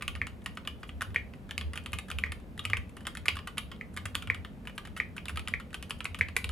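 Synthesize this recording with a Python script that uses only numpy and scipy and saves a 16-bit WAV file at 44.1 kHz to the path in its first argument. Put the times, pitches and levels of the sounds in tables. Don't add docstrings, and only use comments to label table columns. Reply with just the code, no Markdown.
import sys
import numpy as np
from scipy import signal
from scipy.fft import irfft
from scipy.io import wavfile
from scipy.ndimage import uniform_filter1d

SR = 44100
rng = np.random.default_rng(int(sys.argv[2]) if len(sys.argv) > 2 else 0)


def materialize(psi):
    bounded = np.clip(np.atleast_2d(psi).T, -1, 1)
    quanta = np.round(bounded * 32767).astype(np.int16)
    wavfile.write(sys.argv[1], SR, quanta)


def invert_db(x):
    u = np.asarray(x, float) / 20
    return 10 ** u


N = 287091


def read(points, hz):
    point_hz, value = np.transpose(points)
    return np.interp(np.log(hz + 1), np.log(point_hz + 1), value)


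def evened(x):
    return x / np.sqrt(np.mean(x ** 2) + 1e-20)


def add(mix, start_s, sound):
    part = mix[max(round(start_s * SR), 0):][:len(sound)]
    part += sound[:len(part)]


def coloured(x, points):
    gain = invert_db(read(points, np.fft.rfftfreq(256, 1 / SR)))
    response = np.roll(irfft(gain), 128) * np.hanning(256)
    return signal.oaconvolve(x, response, "same")


# frequency in Hz, relative density in dB.
HUM_SPECTRUM = [(15, -43), (30, -10.5), (48, 8.5), (62, 0.5), (120, -6), (200, -0.5), (245, -3.5),
                (310, -12.5), (490, -14), (840, -22.5), (1200, -25.5), (2600, -31), (3300, -36),
                (5900, -45.5), (11000, -46.5), (14800, -49), (16000, -64)]
# frequency in Hz, correlation from 0 to 1.
HUM_LIKENESS = [(60, 0.25), (130, 1), (290, 0.8), (640, 0.57), (1400, 0.14), (3100, 0.077), (6800, 0.94),
                (15000, 1)]


def hum(level_db=-46.5):
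    frames, hz = N // 512 + 5, np.fft.rfftfreq(2048, 1 / SR)
    a, b, c, d = rng.standard_normal((frames, 1025, 4)).T
    same = np.clip(read(HUM_LIKENESS, hz), -1, 1)[:, None]
    left = a + 1j * b
    right = same * left + np.sqrt(1 - same ** 2) * (c + 1j * d)
    spectra = np.array([left, right]) * invert_db(read(HUM_SPECTRUM, hz))[:, None]
    noise = signal.istft(spectra, nperseg=2048, noverlap=1536)[1][:, :N]
    return invert_db(level_db) * evened(noise)


def shudder(peaks_s, peaks_db, swell_db_per_s=258, fade_db_per_s=252, rest_db=-60.5):
    t = np.arange(0, N + 64, 64) / SR
    late = t - peaks_s[:, None]
    fall_db = np.where(late < 0, -swell_db_per_s, fade_db_per_s) * late
    power = invert_db(peaks_db[:, None] - fall_db) ** 2
    level = np.sqrt(power.sum(0) + invert_db(rest_db) ** 2)
    return np.interp(np.arange(N) / SR, t, level)


# peak in seconds, lower mode rms in dB, upper mode rms in dB.
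DESK_JOLTS = [(.03,-55,-64),(.09,-51,-43),(.16,-37,-45),(.23,-42,-43),(.33,-48,-51),(.52,-46,-68),(.62,-51,-61),(.73,-41.5,-59),
              (.96,-37.5,-57),(1.1,-41,-37.5),(1.21,-42,-46),(1.3,-48,-68),(1.49,-56,-55),(1.61,-37,-51),(1.67,-31,-44),(1.79,-53,-44),(1.87,-44,-45),
              (1.95,-40,-39.5),(2.1,-57,-61),(2.17,-34,-40.5),(2.24,-39,-47),(2.3,-38,-54),(2.6,-53,-52),(2.7,-44,-36.5),(2.74,-54,-36.5),(2.79,-35.5,-47),
              (2.88,-53,-60),(3.04,-62,-60),(3.23,-45.5,-46),(3.35,-38,-40),(3.58,-54,-50),(3.66,-43,-51),(3.98,-54,-43),(4.06,-44.5,-40),(4.17,-48,-45),
              (4.3,-41,-37),(4.39,-41,-45),(4.68,-54,-56),(4.91,-58,-49),(5.02,-49,-54),(5.09,-54,-46),(5.26,-46,-54),(5.35,-35,-53),(5.41,-42,-50),
              (5.51,-59,-43),(5.56,-40.5,-48),(5.65,-47,-57),(5.8,-43,-55),(5.97,-55,-46.5),(6.12,-46,-43),(6.22,-41,-40),(6.3,-39.5,-57),(6.38,-48,-46),
              (6.45,-40,-40),(6.51,-30.5,-47)]
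# mean frequency in Hz of the lower, then of the upper.
DESK_MODES = (73.6, 93.2)


def desk(apart_rad=1.0, wander_hz=4.18):
    peaks_s, *levels_db = np.transpose(DESK_JOLTS)
    out = np.zeros((2, N))
    for hz, db in zip(DESK_MODES, levels_db):
        noise = rng.standard_normal((2, N))
        drift = evened(uniform_filter1d(uniform_filter1d(noise, 3000), 3000))
        turns = np.cumsum(hz + wander_hz * drift[0]) / SR
        apart = np.outer([.5, -.5], apart_rad * drift[1])
        out += np.sqrt(2) * shudder(peaks_s, db) * np.sin(2 * np.pi * turns + apart)
    return out


# start in seconds, cap pop in dB, cap pitch in Hz,
# case knock in dB, switch tick in dB before its colour.
LETTERS = [(.009,-52,2520,-42,-69),(.0226,-24.5,2480,-34.5,-34.5),(.0792,-19,2800,-35,-33),(.1523,-30.5,2670,-41,-49),
           (.1593,-51,1510,-40,-52),(.269,-32.5,2730,-39.5,-42),(.4187,-54,3320,-60,-58),(.4601,-24,2740,-32.5,-34.5),(.5717,-31,2970,-35,-43.5),
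           (.6508,-47,3640,-45,-56),(.6741,-23.5,2850,-34.5,-35.5),(.8309,-35.5,1460,-40.5,-48),(.8921,-31,2860,-42.5,-64),(1.009,-29,1750,-34.5,-41),
           (1.0186,-23,1500,-30.5,-30),(1.1033,-61,1830,-49.5,-71),(1.1446,-38,1520,-37.5,-45),(1.3363,-44,2640,-49,-59),(1.4918,-39,1550,-47.5,-56),
           (1.5096,-27.5,3010,-37,-38.5),(1.5789,-17,2600,-36.5,-31.5),(1.6114,-26.5,3090,-36.5,-46),(1.734,-35,2700,-40.5,-46),(1.7564,-40,1530,-36,-39),
           (1.775,-24.5,2700,-38,-37),(1.8379,-62,3420,-71,-53),(1.8604,-26,2870,-37,-38),(1.919,-51,3600,-55,-53),(1.9315,-21.5,2600,-30.5,-30.5),
           (1.9866,-27,2500,-35,-34.5),(2.084,-48,1510,-42.5,-48),(2.1018,-28,1660,-37.5,-36),(2.1143,-22.5,2870,-36,-39),(2.1862,-22,2720,-39,-33.5),
           (2.2604,-46,2080,-43.5,-62),(2.3199,-28,2640,-35.5,-39),(2.4,-54,2260,-55,-57),(2.5775,-37.5,1740,-48,-45.5),(2.593,-23,3260,-39,-41.5),
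           (2.641,-57,1510,-48,-54),(2.6519,-18,2620,-38,-30),(2.6994,-29,2820,-36.5,-39.5),(2.7693,-25,2670,-36,-36),(2.893,-50,2340,-60,-55),
           (2.968,-39,1570,-42.5,-45),(3.006,-59,1690,-50,-52),(3.0523,-40,2990,-41,-63),(3.0688,-25.5,3300,-29.5,-30.5),(3.1513,-34,1630,-46.5,-46),
           (3.1714,-28.5,2100,-36.5,-38),(3.2566,-29,2140,-36,-33),(3.2827,-7,2550,-25.5,-25),(3.355,-40,1520,-44,-41),(3.3681,-31.5,2930,-36,-46),
           (3.3891,-32.5,2970,-41.5,-48),(3.4726,-38,2680,-32.5,-37.5),(3.5722,-45,2906,-35,-48),(3.581,-19.5,2720,-29,-29),(3.7159,-42,3020,-37,-51),
           (3.763,-50,3340,-67,-69),(3.9414,-51,1510,-60,-57),(3.965,-40,1570,-39,-42),(3.9732,-27.5,2060,-31.5,-36.5),(4.0549,-36,2300,-32,-32.5),
           (4.1471,-32,1690,-50,-47),(4.1524,-21,2710,-30,-27),(4.2227,-33,2980,-39.5,-40.5),(4.273,-30,2880,-39.5,-47),(4.346,-33,2890,-39.5,-43.5),
           (4.4481,-34,3120,-40.5,-50),(4.6526,-50,1630,-51,-53),(4.6722,-27.5,2610,-38.5,-40),(4.6954,-56,2900,-45.5,-62),(4.7789,-29,2670,-36,-38.5),
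           (4.8512,-37.5,1610,-40,-45.5),(4.8726,-42,2170,-45,-53),(4.965,-42,1780,-35.5,-46),(4.9748,-43,1510,-39,-39.5),(5.1654,-39,1520,-39.5,-39),
           (5.18,-24.5,2390,-35.5,-55),(5.2562,-36,1650,-40.5,-46.5),(5.283,-25.5,2600,-44,-36),(5.2936,-49,2670,-32.5,-38),(5.3584,-40,1450,-42.5,-42),
           (5.3725,-24.5,2840,-32,-38.5),(5.3937,-29.5,2680,-44,-41),(5.4534,-61,2750,-55,-58),(5.475,-22,2810,-36,-44),(5.4831,-34,1530,-36.5,-38),
           (5.5996,-41,2460,-40.5,-47.5),(5.7054,-52,2480,-55,-56),(5.7301,-37,1580,-47,-46),(5.7434,-25,2810,-35,-36),(5.826,-35,2700,-39.5,-39.5),
           (5.8963,-46,1630,-48,-39),(5.907,-20.5,2700,-33,-32),(6.005,-26,2730,-36.5,-42),(6.0443,-60,1470,-40,-40),(6.0539,-19,2410,-35.5,-36.5),
           (6.1455,-26.5,2550,-38,-40.5),(6.1883,-42,2650,-38.5,-36),(6.2852,-31,2720,-40.5,-46),(6.357,-56,2280,-55,-53),(6.3651,-13.5,2270,-32.5,-19.5),
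           (6.4432,-20.5,2730,-37,-31.5),(6.4916,-36,2180,-37.5,-38)]
# start in seconds, cap pop in dB.
SPACE_BAR = [(0.2155,-15),(1.16,-11),(2.2374,-13),(2.733,-10),(3.811,-25.5),(4.3,-11),(5.0005,-13.5),(5.538,-14),(6.21,-9)]


def strokes():
    space_hz = 2111
    rows = list(LETTERS)
    for s, db in SPACE_BAR:
        growth_db = max(db + 13, 0)
        rows.append((s, db, space_hz, db - 21.5, db - 40.5 + growth_db))
    s, pop_db, hz, case_db, tick_db = np.transpose(rows)
    crack_db = -8.5 + 0.61 * pop_db + 0.4 * tick_db - np.log2(hz / space_hz)
    crack_db[len(LETTERS):] -= 5
    return np.transpose([s, pop_db, hz, case_db, crack_db, tick_db])


def bounces(rattle_ms, luck):
    train = np.zeros(1000)
    train[0] = 1
    late_s = 0.00158 + luck * 0.011
    train[np.minimum(late_s * SR, 999).astype(int)] = np.exp(-late_s * 1000 / rattle_ms)
    return train


def cap(hz, pop_db, hard_db, luck, ring_db=-17, ring_t60=0.054, ring_spread=0.28, thud_db=-26, thud_hz=465):
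    t = np.arange(1500) / SR
    cycles = np.clip(4.0 - 0.032 * hard_db - 0.032 * pop_db, 2.5, 7)
    pop = np.sin(np.pi * np.minimum(t * hz / cycles, 1)) ** 2 * np.sin(2 * np.pi * hz * t)
    blur = 0.09 * np.cumsum(rng.standard_normal((len(luck), len(t))), 1)
    wall_ratio = 1 + ring_spread * (luck - .5)
    walls = np.sin(2 * np.pi * hz * np.outer(wall_ratio, t) + blur).sum(0) / 2
    ring = invert_db(ring_db - 60 * t / ring_t60) * np.minimum(t * hz / 2, 1) * walls
    thud = invert_db(thud_db - 60 * t / 0.045) * np.minimum(t / 0.0063, 1) * np.sin(2 * np.pi * thud_hz * t)
    return pop + ring + thud


# frequency in Hz before detuning, level in dB before its
# random spread and the knock level, decay time t60 in seconds.
CASE_MODES = [(780, -12, 0.026), (1027, -12, 0.031), (1181, -1, 0.025), (1232.3, -6.5, 0.065),
              (1440, -6.5, 0.036), (1520, -1.5, 0.025), (1830, 2.5, 0.023), (2100, -11, 0.063),
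              (2550, -3.5, 0.028), (2977, -12, 0.13), (3215, -10, 0.032), (3510, -19, 0.074),
              (4840, -7, 0.01)]


def case(luck, rise_s=0.0012, spread_db=11.5, blur_rad=0.1):
    t = np.arange(4000) / SR
    hz, db, t60 = np.transpose(CASE_MODES)[:, :, None]
    level, detune = luck.reshape(2, -1, 1) - .5
    steps = rng.standard_normal((len(CASE_MODES), len(t)))
    blur = blur_rad * np.sqrt(hz / 1000) * np.cumsum(steps, 1)
    tones = np.sin(2 * np.pi * hz * (1 + 0.0672 * detune) * t + blur)
    modes = invert_db(db + spread_db * level - 60 * t / t60) * tones
    return modes.sum(0) * (1 - np.exp(-t / rise_s))


# start in seconds, length in seconds,
# level in dB before the tick colour.
STEM_SLIDES = [(0.437, 0.016, -63), (.548, 0.013, -65), (0.793, .035, -71), (.865, 0.043, -66),
               (1.35, 0.017, -73), (2.074, .015, -77), (3.03, 0.0062, -73), (3.933, 0.016, -63),
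               (4.749, 0.023, -65), (5.982, .02, -63)]


def slides():
    out = np.zeros(N)
    for s, length_s, db in STEM_SLIDES:
        add(out, s, invert_db(db) * signal.windows.tukey(round(length_s * SR), .6))
    return out


def grit():
    noise = rng.standard_normal((3, N))
    grains = evened(uniform_filter1d(rng.standard_normal(N), size=40))
    return noise * invert_db(3.55 * grains - 2.5)


# frequency in Hz, filter gain in dB.
CRACK_COLOUR = [(1500, -17), (3000, 16), (3700, 20.5), (4300, 12), (4900, 13), (5600, -2), (6500, 4),
                (7500, 0), (9000, -38)]
# frequency in Hz, filter gain in dB.
TICK_COLOUR = [(4500, -2), (6000, 0), (7300, 5), (8800, 5), (9700, 5), (10500, 10), (11400, 3.5),
               (13500, -11), (15500, -18), (17000, -49)]


def keys():
    caps, knocks, cracks, ticks = np.zeros((4, N))
    hits = strokes()
    luck, t = rng.random((len(hits), 8 + 2 * len(CASE_MODES))), np.arange(2000) / SR
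    for (s, pop_db, hz, case_db, crack_db, tick_db), row in zip(hits, luck):
        hard_db = tick_db - pop_db
        rattle_ms = np.clip(3.0 + 0.045 * hard_db, .5, 8)
        train = bounces(rattle_ms, row[:4])
        add(caps, s, invert_db(pop_db) * signal.fftconvolve(cap(hz, pop_db, hard_db, row[4:8]), train))
        add(knocks, s, invert_db(case_db) * signal.fftconvolve(case(row[8:]), train))
        burst = np.exp(-t / 0.00073) * np.minimum(t / 0.00031, 1)
        snap = signal.fftconvolve(burst, train)[:len(t)]
        add(cracks, s, invert_db(crack_db) * (snap + 0.17 * np.exp(-t * 1000 / (1.6 * rattle_ms))))
        add(ticks, s, invert_db(tick_db) * (snap + 0.24 * np.exp(-t * 1000 / (2.87 * rattle_ms))))
    ticks += slides()
    crack_grit, tick_grit, scatter_grit = grit()
    scatter = invert_db(-13.5) * coloured(ticks * scatter_grit, TICK_COLOUR)
    clacks = caps + coloured(cracks * crack_grit, CRACK_COLOUR) + coloured(ticks * tick_grit, TICK_COLOUR)
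    return clacks, knocks, scatter


# frequency in Hz, decay time t60 in seconds.
ROOM_DECAY = [(400, 0.24), (1100, 0.25), (2200, 0.23), (4000, 0.29), (8000, 0.19), (14000, 0.3)]
# frequency in Hz, side minus mid in dB.
TAIL_SIDE_LEVEL = [(500, -4.5), (2500, -4), (5000, -2.5), (7000, -29), (15000, -21)]


def tail(tail_db=-10):
    at = np.arange(200, SR // 2 - 20, 20) + rng.integers(0, 20, (2, (SR // 2 - 201) // 20))
    taps = np.zeros((2, SR // 2))
    np.put_along_axis(taps, at, rng.choice([-1., 1.], at.shape), 1)
    hz, t, (mid, side) = signal.stft(taps, SR, nperseg=256)
    side = side * invert_db(read(TAIL_SIDE_LEVEL, hz))[:, None]
    decay = invert_db(-60 * t / read(ROOM_DECAY, hz)[:, None])
    out = signal.istft(np.array([mid + side, mid - side]) * decay, SR, nperseg=256)[1]
    return invert_db(tail_db) * out / np.linalg.norm(out[0])


# frequency in Hz, lead in radians.
CAPSULE_LEAD = [(300, 0.44), (1400, 0.39), (3000, 0.41), (6000, 1.2), (9000, 0.19), (15000, 1.8)]


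def room(x):
    lead = np.outer([.5j, -.5j], read(CAPSULE_LEAD, np.fft.rfftfreq(128, 1 / SR)))
    response = np.roll(irfft(np.exp(lead)), 64, 1) * np.hanning(128)
    out = signal.oaconvolve(x, response, axes=1)[:, 64:N + 64]
    turn = 2 * np.pi * 3.1 * np.arange(N) / SR
    for share in (np.cos(turn), np.sin(turn)):
        out += signal.oaconvolve(share * x, tail(), axes=1)[:, :N]
    return out


def scene():
    clacks, knocks, scatter = keys()
    left = clacks + invert_db(-0.5) * knocks + scatter
    right = clacks + invert_db(0.5) * knocks - scatter
    return room(np.array([left, right])) + desk() + hum()


def low_pass(x):
    return signal.sosfilt(signal.butter(12, 16520, fs=SR, output="sos"), x)


def record(dry):
    low_cut = signal.butter(4, 42, "highpass", fs=SR, output="sos")
    mix = signal.sosfilt(low_cut, dry)
    return low_pass(mix)


dry = scene()
out = record(dry)
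materialize(out)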